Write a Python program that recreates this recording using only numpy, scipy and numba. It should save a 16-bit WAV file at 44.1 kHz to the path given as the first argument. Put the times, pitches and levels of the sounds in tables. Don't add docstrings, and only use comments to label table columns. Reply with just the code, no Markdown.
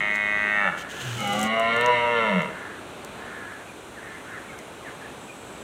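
import sys
import numpy as np
from scipy import signal
from scipy.fft import rfft, irfft
from scipy.io import wavfile
from scipy.ndimage import uniform_filter1d
from numba import njit

SR = 44100
rng = np.random.default_rng(int(sys.argv[2]) if len(sys.argv) > 2 else 0)


def output_pcm(signal):
    pcm = np.clip(np.atleast_2d(signal).T, -1, 1) * 32767
    wavfile.write(sys.argv[1], SR, np.round(pcm).astype(np.int16))


N = 248283
TIME = np.arange(N) / SR

# time_s, pitch_hz
FIRST_ROAR_PITCH = [(0.0, 104.2), (0.038, 103.6), (0.178, 103.5), (0.498, 103.9), (0.59, 103.1),
                    (0.632, 100.7), (0.664, 94.7), (0.698, 82.34), (0.78, 71.1)]
# time_s, throat_db, mouth_db
FIRST_ROAR_LEVEL = [(0.0, -39, -19), (0.008, -35.5, -26), (0.226, -34.5, -26.5), (0.55, -31.5, -24.5),
                    (0.682, -25.5, -24), (0.718, -37.5, -39), (0.742, -32.5, -33), (0.79, -45.5, -52)]
# short_hz, stretched_hz, width_hz, gain_db
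FIRST_ROAR_TRACT = [(166, 174, 19, 18.5), (625, 556, 33, -2.5), (920, 780, 114, -6), (1254, 1344, 102, 0.5),
                    (1569, 1460, 37, 5), (1925, 1660, 85, 9.5), (2198, 2280, 83, 5), (2495, 2780, 59, 5.4),
                    (3675, 3500, 88, -13)]


def first_roar():
    return roar(FIRST_ROAR_PITCH, FIRST_ROAR_LEVEL, FIRST_ROAR_TRACT,
                stretching(midway_s=.6, pace_s=.065), start_s=-1, edge_db=-6, top_db=6,
                overtone_hz=6300, overtone_db=-25, rasp_db=-15, scatter_share=.2)


# time_s, pitch_hz
SECOND_ROAR_PITCH = [(1.2, 99.9), (1.23, 98.6), (1.326, 102.4), (1.422, 109), (1.492, 111.3),
                     (1.734, 115.9), (1.864, 123), (1.948, 120), (2.126, 118.6), (2.236, 111.3),
                     (2.274, 106.8), (2.47, 67.1)]
# time_s, throat_db, mouth_db
SECOND_ROAR_LEVEL = [(1.18, -43, -45), (1.204, -35, -36.5), (1.31, -26.5, -35), (1.422, -28, -36),
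                     (1.534, -29.5, -27.5), (1.606, -22.5, -33), (1.656, -27, -28.5), (1.82, -23.5, -26.5),
                     (1.904, -18.5, -30.5), (1.95, -26, -25.5), (2.066, -22, -31.5), (2.186, -23.5, -28),
                     (2.422, -29, -31), (2.48, -37, -41.5)]
# short_hz, stretched_hz, width_hz, gain_db
SECOND_ROAR_TRACT = [(243, 188, 14.3, 33.6), (572, 464, 20.4, 6.5), (950, 623.4, 28.4, 5.5),
                     (1415, 950.6, 27, 4.5), (1450, 1343, 188, -2), (2240, 1750, 53, 11.5),
                     (2240, 2110, 113, 12.5), (3060, 2710, 78, 3.5), (3980, 3670, 250, -16.5)]


def second_roar():
    return roar(SECOND_ROAR_PITCH, SECOND_ROAR_LEVEL, SECOND_ROAR_TRACT,
                stretching(midway_s=1.343, pace_s=.19), start_s=1.18, edge_db=-.5, top_db=5,
                overtone_hz=5700, overtone_db=-28, rasp_db=-10, scatter_share=.58)


def roar(pitch, level, tract, stretch, start_s, edge_db, top_db, overtone_hz, overtone_db,
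         rasp_db, scatter_share, brass_db=-12, dulling_db=7):
    pitch_hz, = in_time(pitch)
    throat_db, mouth_db = in_time(level)
    pulses = folds(pitch_hz, roughness(pitch_hz, start_s), jitter=.075, shimmer_db=3, air=1.1)
    source = scattered(pulses, spread_s=.006, share=scatter_share)
    raspy = source + from_db(rasp_db) * rng.standard_normal(N)
    rings = []
    for k, (short_hz, stretched_hz, width_hz, gain_db) in enumerate(tract):
        centre_hz = short_hz + (stretched_hz - short_hz) * stretch
        ring = resonance(source if k < 7 else raspy, centre_hz, width_hz)
        rings.append((-1) ** k * from_db(gain_db) * ring)
    chest = band(rings[0], 124, 210, order=3)
    throat = evened(band(sum(rings[1:5]), 464, 1433))
    mouth = evened(band(sum(rings[5:7]), 1680, 2260, order=3))
    brass = from_db(brass_db) * band(source, 2650, 3510, order=2)
    edge = evened(band(rings[7] + from_db(top_db) * rings[8] + brass, 2200, 4410, order=6))
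    overtone = from_db(overtone_db) * evened(band(resonance(source, overtone_hz, 150), 4300, 6900))
    edge_gain = from_db((throat_db + mouth_db) / 2 + edge_db - dulling_db * stretch)
    body = from_db(throat_db) * throat + from_db(mouth_db) * (mouth + chest)
    return during(level) * (body + edge_gain * (edge + overtone))


def folds(pitch_hz, rough, jitter, shimmer_db, air):
    cycles = .5 + np.cumsum(pitch_hz * (1 + jitter * rough * drift(70.9))) / SR
    at = np.flatnonzero(np.diff(np.floor(cycles)))
    late = (np.ceil(cycles[at]) - cycles[at]) / (cycles[at + 1] - cycles[at])
    size = from_db(shimmer_db * rough[at] * rng.standard_normal(len(at))) * np.sqrt(SR / pitch_hz[at])
    pulses = np.zeros(N)
    pulses[at], pulses[at + 1] = size * (1 - late), size * late
    puffs = rms_one(np.exp(-3 * (cycles % 1)) * rng.standard_normal(N))
    return pulses + air * rough * puffs


def roughness(pitch_hz, start_s, clean=.045, settle_s=.05, creak_below_hz=103):
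    catching = .8 * np.exp(-np.maximum(TIME - start_s, 0) / settle_s)
    creak = .015 * np.maximum(creak_below_hz - pitch_hz, 0)
    return clean + catching + creak


def stretching(midway_s, pace_s):
    return 1 / (1 + np.exp((midway_s - TIME) / pace_s))


def scattered(x, spread_s, share):
    age, paths = TIME[:900], 0
    for _ in range(3):
        path = rng.standard_normal(len(age)) * np.exp(-age / spread_s)
        paths = paths + drift(3.3) * signal.fftconvolve(x, path / np.linalg.norm(path))[:N] / np.sqrt(3)
    direct = x - (1 - np.sqrt(1 - share)) * band(x, 1200, 9000, order=1)
    return direct + np.sqrt(share) * band(paths, 1200, 9000, order=2)


def grunt(pitch_hz=121, level_db=-32):
    phase = 2 * np.pi * np.cumsum(pitch_hz * (1 + .038 * drift(30))) / SR
    level = envelope(start_s=1, attack_s=.0635, length_s=.13, t60_s=.6) * from_db(level_db + drift(35))
    return level * rms_one(np.sin(phase) + from_db(-17) * np.sin(2 * phase))


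# start_s, length_s, level_db
STEM_BRUSHES = [(0.138, 0.02, -40.5), (0.765, 0.06, -42.5), (0.882, 0.13, -43), (1.001, 0.47, -39)]
# frequency_hz, density_db
STEM_SPECTRUM = [(1410, -59), (2400, -9.5), (3050, -3.5), (3510, -10.5), (4180, -13.5), (4530, -20),
                 (4750, -18), (5350, -19.5), (6370, -12), (8350, -18.5), (11300, -28.5), (14700, -27),
                 (16000, -36)]


def rustle():
    grain = from_db(2 * drift(480))
    sliding = sum(from_db(level_db) * envelope(start_s, attack_s=.018, length_s=length_s, t60_s=.06)
                  for start_s, length_s, level_db in STEM_BRUSHES)
    return sliding * rms_one(coloured_noise(STEM_SPECTRUM) * grain)


# start_s, strength_db
TWIG_SNAPS = [(1.3274, -26), (1.3339, -20.5), (1.394, -23), (1.4141, -20.5), (1.4304, -14.5), (1.4384, -19),
              (1.5972, -23), (1.7647, -27), (1.8108, -22.5), (1.8615, -17.5), (2.419, -32), (3.048, -24.5),
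              (4.589, -28.5)]
# centre_hz, width_hz, gain_db
TWIG_MODES = [(4160, 550, -1), (6440, 1000, 6.5), (8360, 1440, 6), (13400, 5400, -6)]


def twigs(crack_s=.00039, splinter_db=-27, splinter_s=.01, gain_db=10.2, crackles_per_s=45):
    age = TIME[:1500]
    shape = np.exp(-age / crack_s) + from_db(splinter_db) * np.exp(-age / splinter_s)
    breaks = rng.random(N) < crackles_per_s * rumble_swell() ** 2 / SR
    crackle_db = -24 + 2.5 * rng.standard_normal(N)
    snaps = list(TWIG_SNAPS) + list(zip(TIME[breaks], crackle_db[breaks]))
    force = np.zeros(N)
    for (start_s, strength_db), fibres in zip(snaps, rng.standard_normal(size=(64, len(age)))):
        at, snap = round(start_s * SR), shape * fibres
        force[at:at + len(age)] += from_db(strength_db + gain_db) * snap / np.linalg.norm(snap)
    wood = sum((-1) ** k * from_db(db) * resonance(force, centre_hz, width_hz)
               for k, (centre_hz, width_hz, db) in enumerate(TWIG_MODES))
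    return band(wood, 3000, 17000, order=2)


def handling(rumble_db=-35.5):
    return rumble_swell() * from_db(rumble_db) * rms_one(band(rng.standard_normal(N), 107, 350, order=2))


def rumble_swell():
    return envelope(start_s=1.1, attack_s=.365, length_s=.365, t60_s=.06)


# start_s, length_s, start_pitch_hz, end_pitch_hz, resonance_hz, level_db
CROW_CAWS = [(0.812, 0.41, 344.4, 307.5, 1610, -40.5), (2.459, 0.34, 344, 303.7, 1610, -41),
             (3.148, 0.49, 347, 303, 1656, -42), (3.981, .24, 347.4, 329.3, 1910, -43.5),
             (4.24, 0.18, 360, 298, 1620, -43)]


def crows():
    pitch_hz, beak_hz, level = np.full(N, 330.), np.full(N, 1700.), np.zeros(N)
    for start_s, length_s, start_hz, end_hz, resonance_hz, level_db in CROW_CAWS:
        on = (TIME > start_s) & (TIME < start_s + length_s)
        progress = (TIME[on] - start_s) / length_s
        arch = np.sin(np.pi * progress)
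        pitch_hz[on] = start_hz + (end_hz - start_hz) * progress ** 2 + 14 * arch
        beak_hz[on] = resonance_hz
        level[on] = from_db(level_db) * np.sqrt(arch)
    source = folds(pitch_hz, rough=np.ones(N), jitter=.035, shimmer_db=3, air=.9)
    return level * evened(band(resonance(source, beak_hz, 500), 1060, 2070, order=3))


# start_s, length_s, start_pitch_hz, end_pitch_hz, strength_db
JACKDAW_YELPS = [(3.67, .05, 2600, 2300, -46), (3.95, .06, 2050, 1500, -38), (4.32, .06, 1600, 1150, -40),
                 (4.335, .07, 2200, 1600, -37), (4.48, .04, 2400, 2050, -39), (4.52, .04, 1750, 1420, -40),
                 (4.57, .045, 2300, 1900, -44), (4.8, .055, 1350, 900, -44), (4.838, .065, 2150, 1450, -37),
                 (4.865, .04, 2300, 1930, -42), (5.0, .045, 1950, 1500, -42), (5.03, .04, 2000, 1630, -41),
                 (5.275, .05, 2600, 2330, -43)]


def jackdaws():
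    yelps = np.zeros(N)
    waver, hoarse = 1 + .01 * drift(300), 1 + .3 * drift(350)
    for start_s, length_s, start_hz, end_hz, strength_db in JACKDAW_YELPS:
        on = (TIME > start_s) & (TIME < start_s + length_s)
        progress = (TIME[on] - start_s) / length_s
        pitch_hz = start_hz * (end_hz / start_hz) ** progress * waver[on]
        tone = np.sin(2 * np.pi * np.cumsum(pitch_hz) / SR)
        yelps[on] += from_db(strength_db) * np.sin(np.pi * progress) * tone
    return yelps * hoarse


# delay_s, gain_db
TREE_ECHOES = [(.043, -18), (.097, -15), (0.172, -19)]


def meadow(x, scatter_db, t60_s=.5):
    scatter = band(rng.standard_normal(SR), 220, 2100, order=1) * from_db(-60 * TIME[:SR] / t60_s)
    response = from_db(scatter_db) * scatter / np.linalg.norm(scatter)
    for delay_s, gain_db in TREE_ECHOES:
        response[round(delay_s * SR)] += from_db(gain_db)
    return x + band(signal.fftconvolve(x, response)[:N], 120, 9000, order=1)


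# frequency_hz, density_db
HUSH_SPECTRUM = [(15, -55), (25, -30), (64, -7), (134, -6.5), (180, -4.5), (459, -3), (510, -6.5),
                 (555, -4.5), (1120, -9), (1270, -9), (1470, -9.5), (1900, -16), (2400, -14), (4000, -20),
                 (5200, -35.5), (8800, -120)]
# frequency_hz, density_db
LEAF_SPECTRUM = [(2590, -50), (4400, -52), (4900, -6.5), (5990, 1), (7120, 1.5), (8600, 3), (11100, -6),
                 (14800, -13), (16000, -19)]


def open_air(hush_db=-40.5, leaves_db=-56.5, rise_db_per_s=.4, trill_db=-58, trill_start_s=5.17):
    hush = from_db(hush_db + .84 * drift(1.4)) * coloured_noise(HUSH_SPECTRUM)
    leaves = from_db(leaves_db + rise_db_per_s * TIME) * coloured_noise(LEAF_SPECTRUM)
    trill_level = from_db(trill_db) * np.clip((TIME - trill_start_s) / .053, 0, 1)
    return hush + leaves + trill_level * rms_one(band(rng.standard_normal(N), 7600, 8000, order=2))


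def from_db(db):
    return 10 ** (np.asarray(db) / 20)


def rms_one(x):
    return x / np.sqrt(np.mean(x ** 2) + 1e-20)


def in_time(rows):
    time_s, *columns = np.transpose(rows)
    return [np.interp(TIME, time_s, column) for column in columns]


def during(rows, fade_s=.019):
    return np.clip(1 + np.minimum(TIME - rows[0][0], rows[-1][0] - TIME) / fade_s, 0, 1)


def envelope(start_s, attack_s, length_s, t60_s):
    age = TIME - start_s
    return np.clip(age / attack_s, 0, 1) * from_db(-60 * np.clip((age - length_s) / t60_s, 0, 3))


def band(x, low_hz, high_hz, order=4):
    sections = signal.butter(order, [low_hz, high_hz], "band", fs=SR, output="sos")
    return signal.sosfilt(sections, x)


def drift(rate_hz):
    hz = np.arange(N // 2 + 1) * SR / N
    return rms_one(irfft(rfft(rng.standard_normal(N)) / (1 + (hz / rate_hz) ** 4), N))


def coloured_noise(spectrum):
    hz = np.arange(1, N // 2 + 2) * SR / N
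    points_hz, db = np.transpose(spectrum)
    ends = np.minimum(1, np.minimum(hz / points_hz[0], points_hz[-1] / hz)) ** 12
    colour = from_db(np.interp(np.log(hz), np.log(points_hz), db))
    return rms_one(irfft(rfft(rng.standard_normal(N)) * ends * colour, N))


def evened(x):
    power = uniform_filter1d(uniform_filter1d(x * x, size=1100), size=900)
    return x / np.sqrt(np.abs(power) + 1e-14)


def resonance(x, hz, width_hz):
    floor = 1e-18 * (-1) ** (np.arange(N) % 3)
    return two_pole(x + floor, 2 * np.pi * hz / SR * np.ones(N), np.exp(-np.pi * width_hz / SR))


@njit
def two_pole(x, angle, radius):
    y = np.zeros(len(x))
    for i in range(2, len(x)):
        feedback = 2 * radius * np.cos(angle[i]) * y[i - 1] - radius ** 2 * y[i - 2]
        y[i] = (1 - radius ** 2) / 2 * (x[i] - x[i - 2]) + feedback
    return y


def scene():
    stag = meadow(first_roar() + second_roar() + grunt(), scatter_db=-18)
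    birds = meadow(crows() + from_db(-1) * jackdaws(), scatter_db=-11)
    near = rustle() + handling() + twigs()
    return (stag + birds + near + open_air())[None]


def record(dry, cutoff_hz=15900):
    return signal.sosfilt(signal.ellip(12, .1, 80, cutoff_hz, fs=SR, output="sos"), dry)


dry = scene()
out = record(dry)
output_pcm(out)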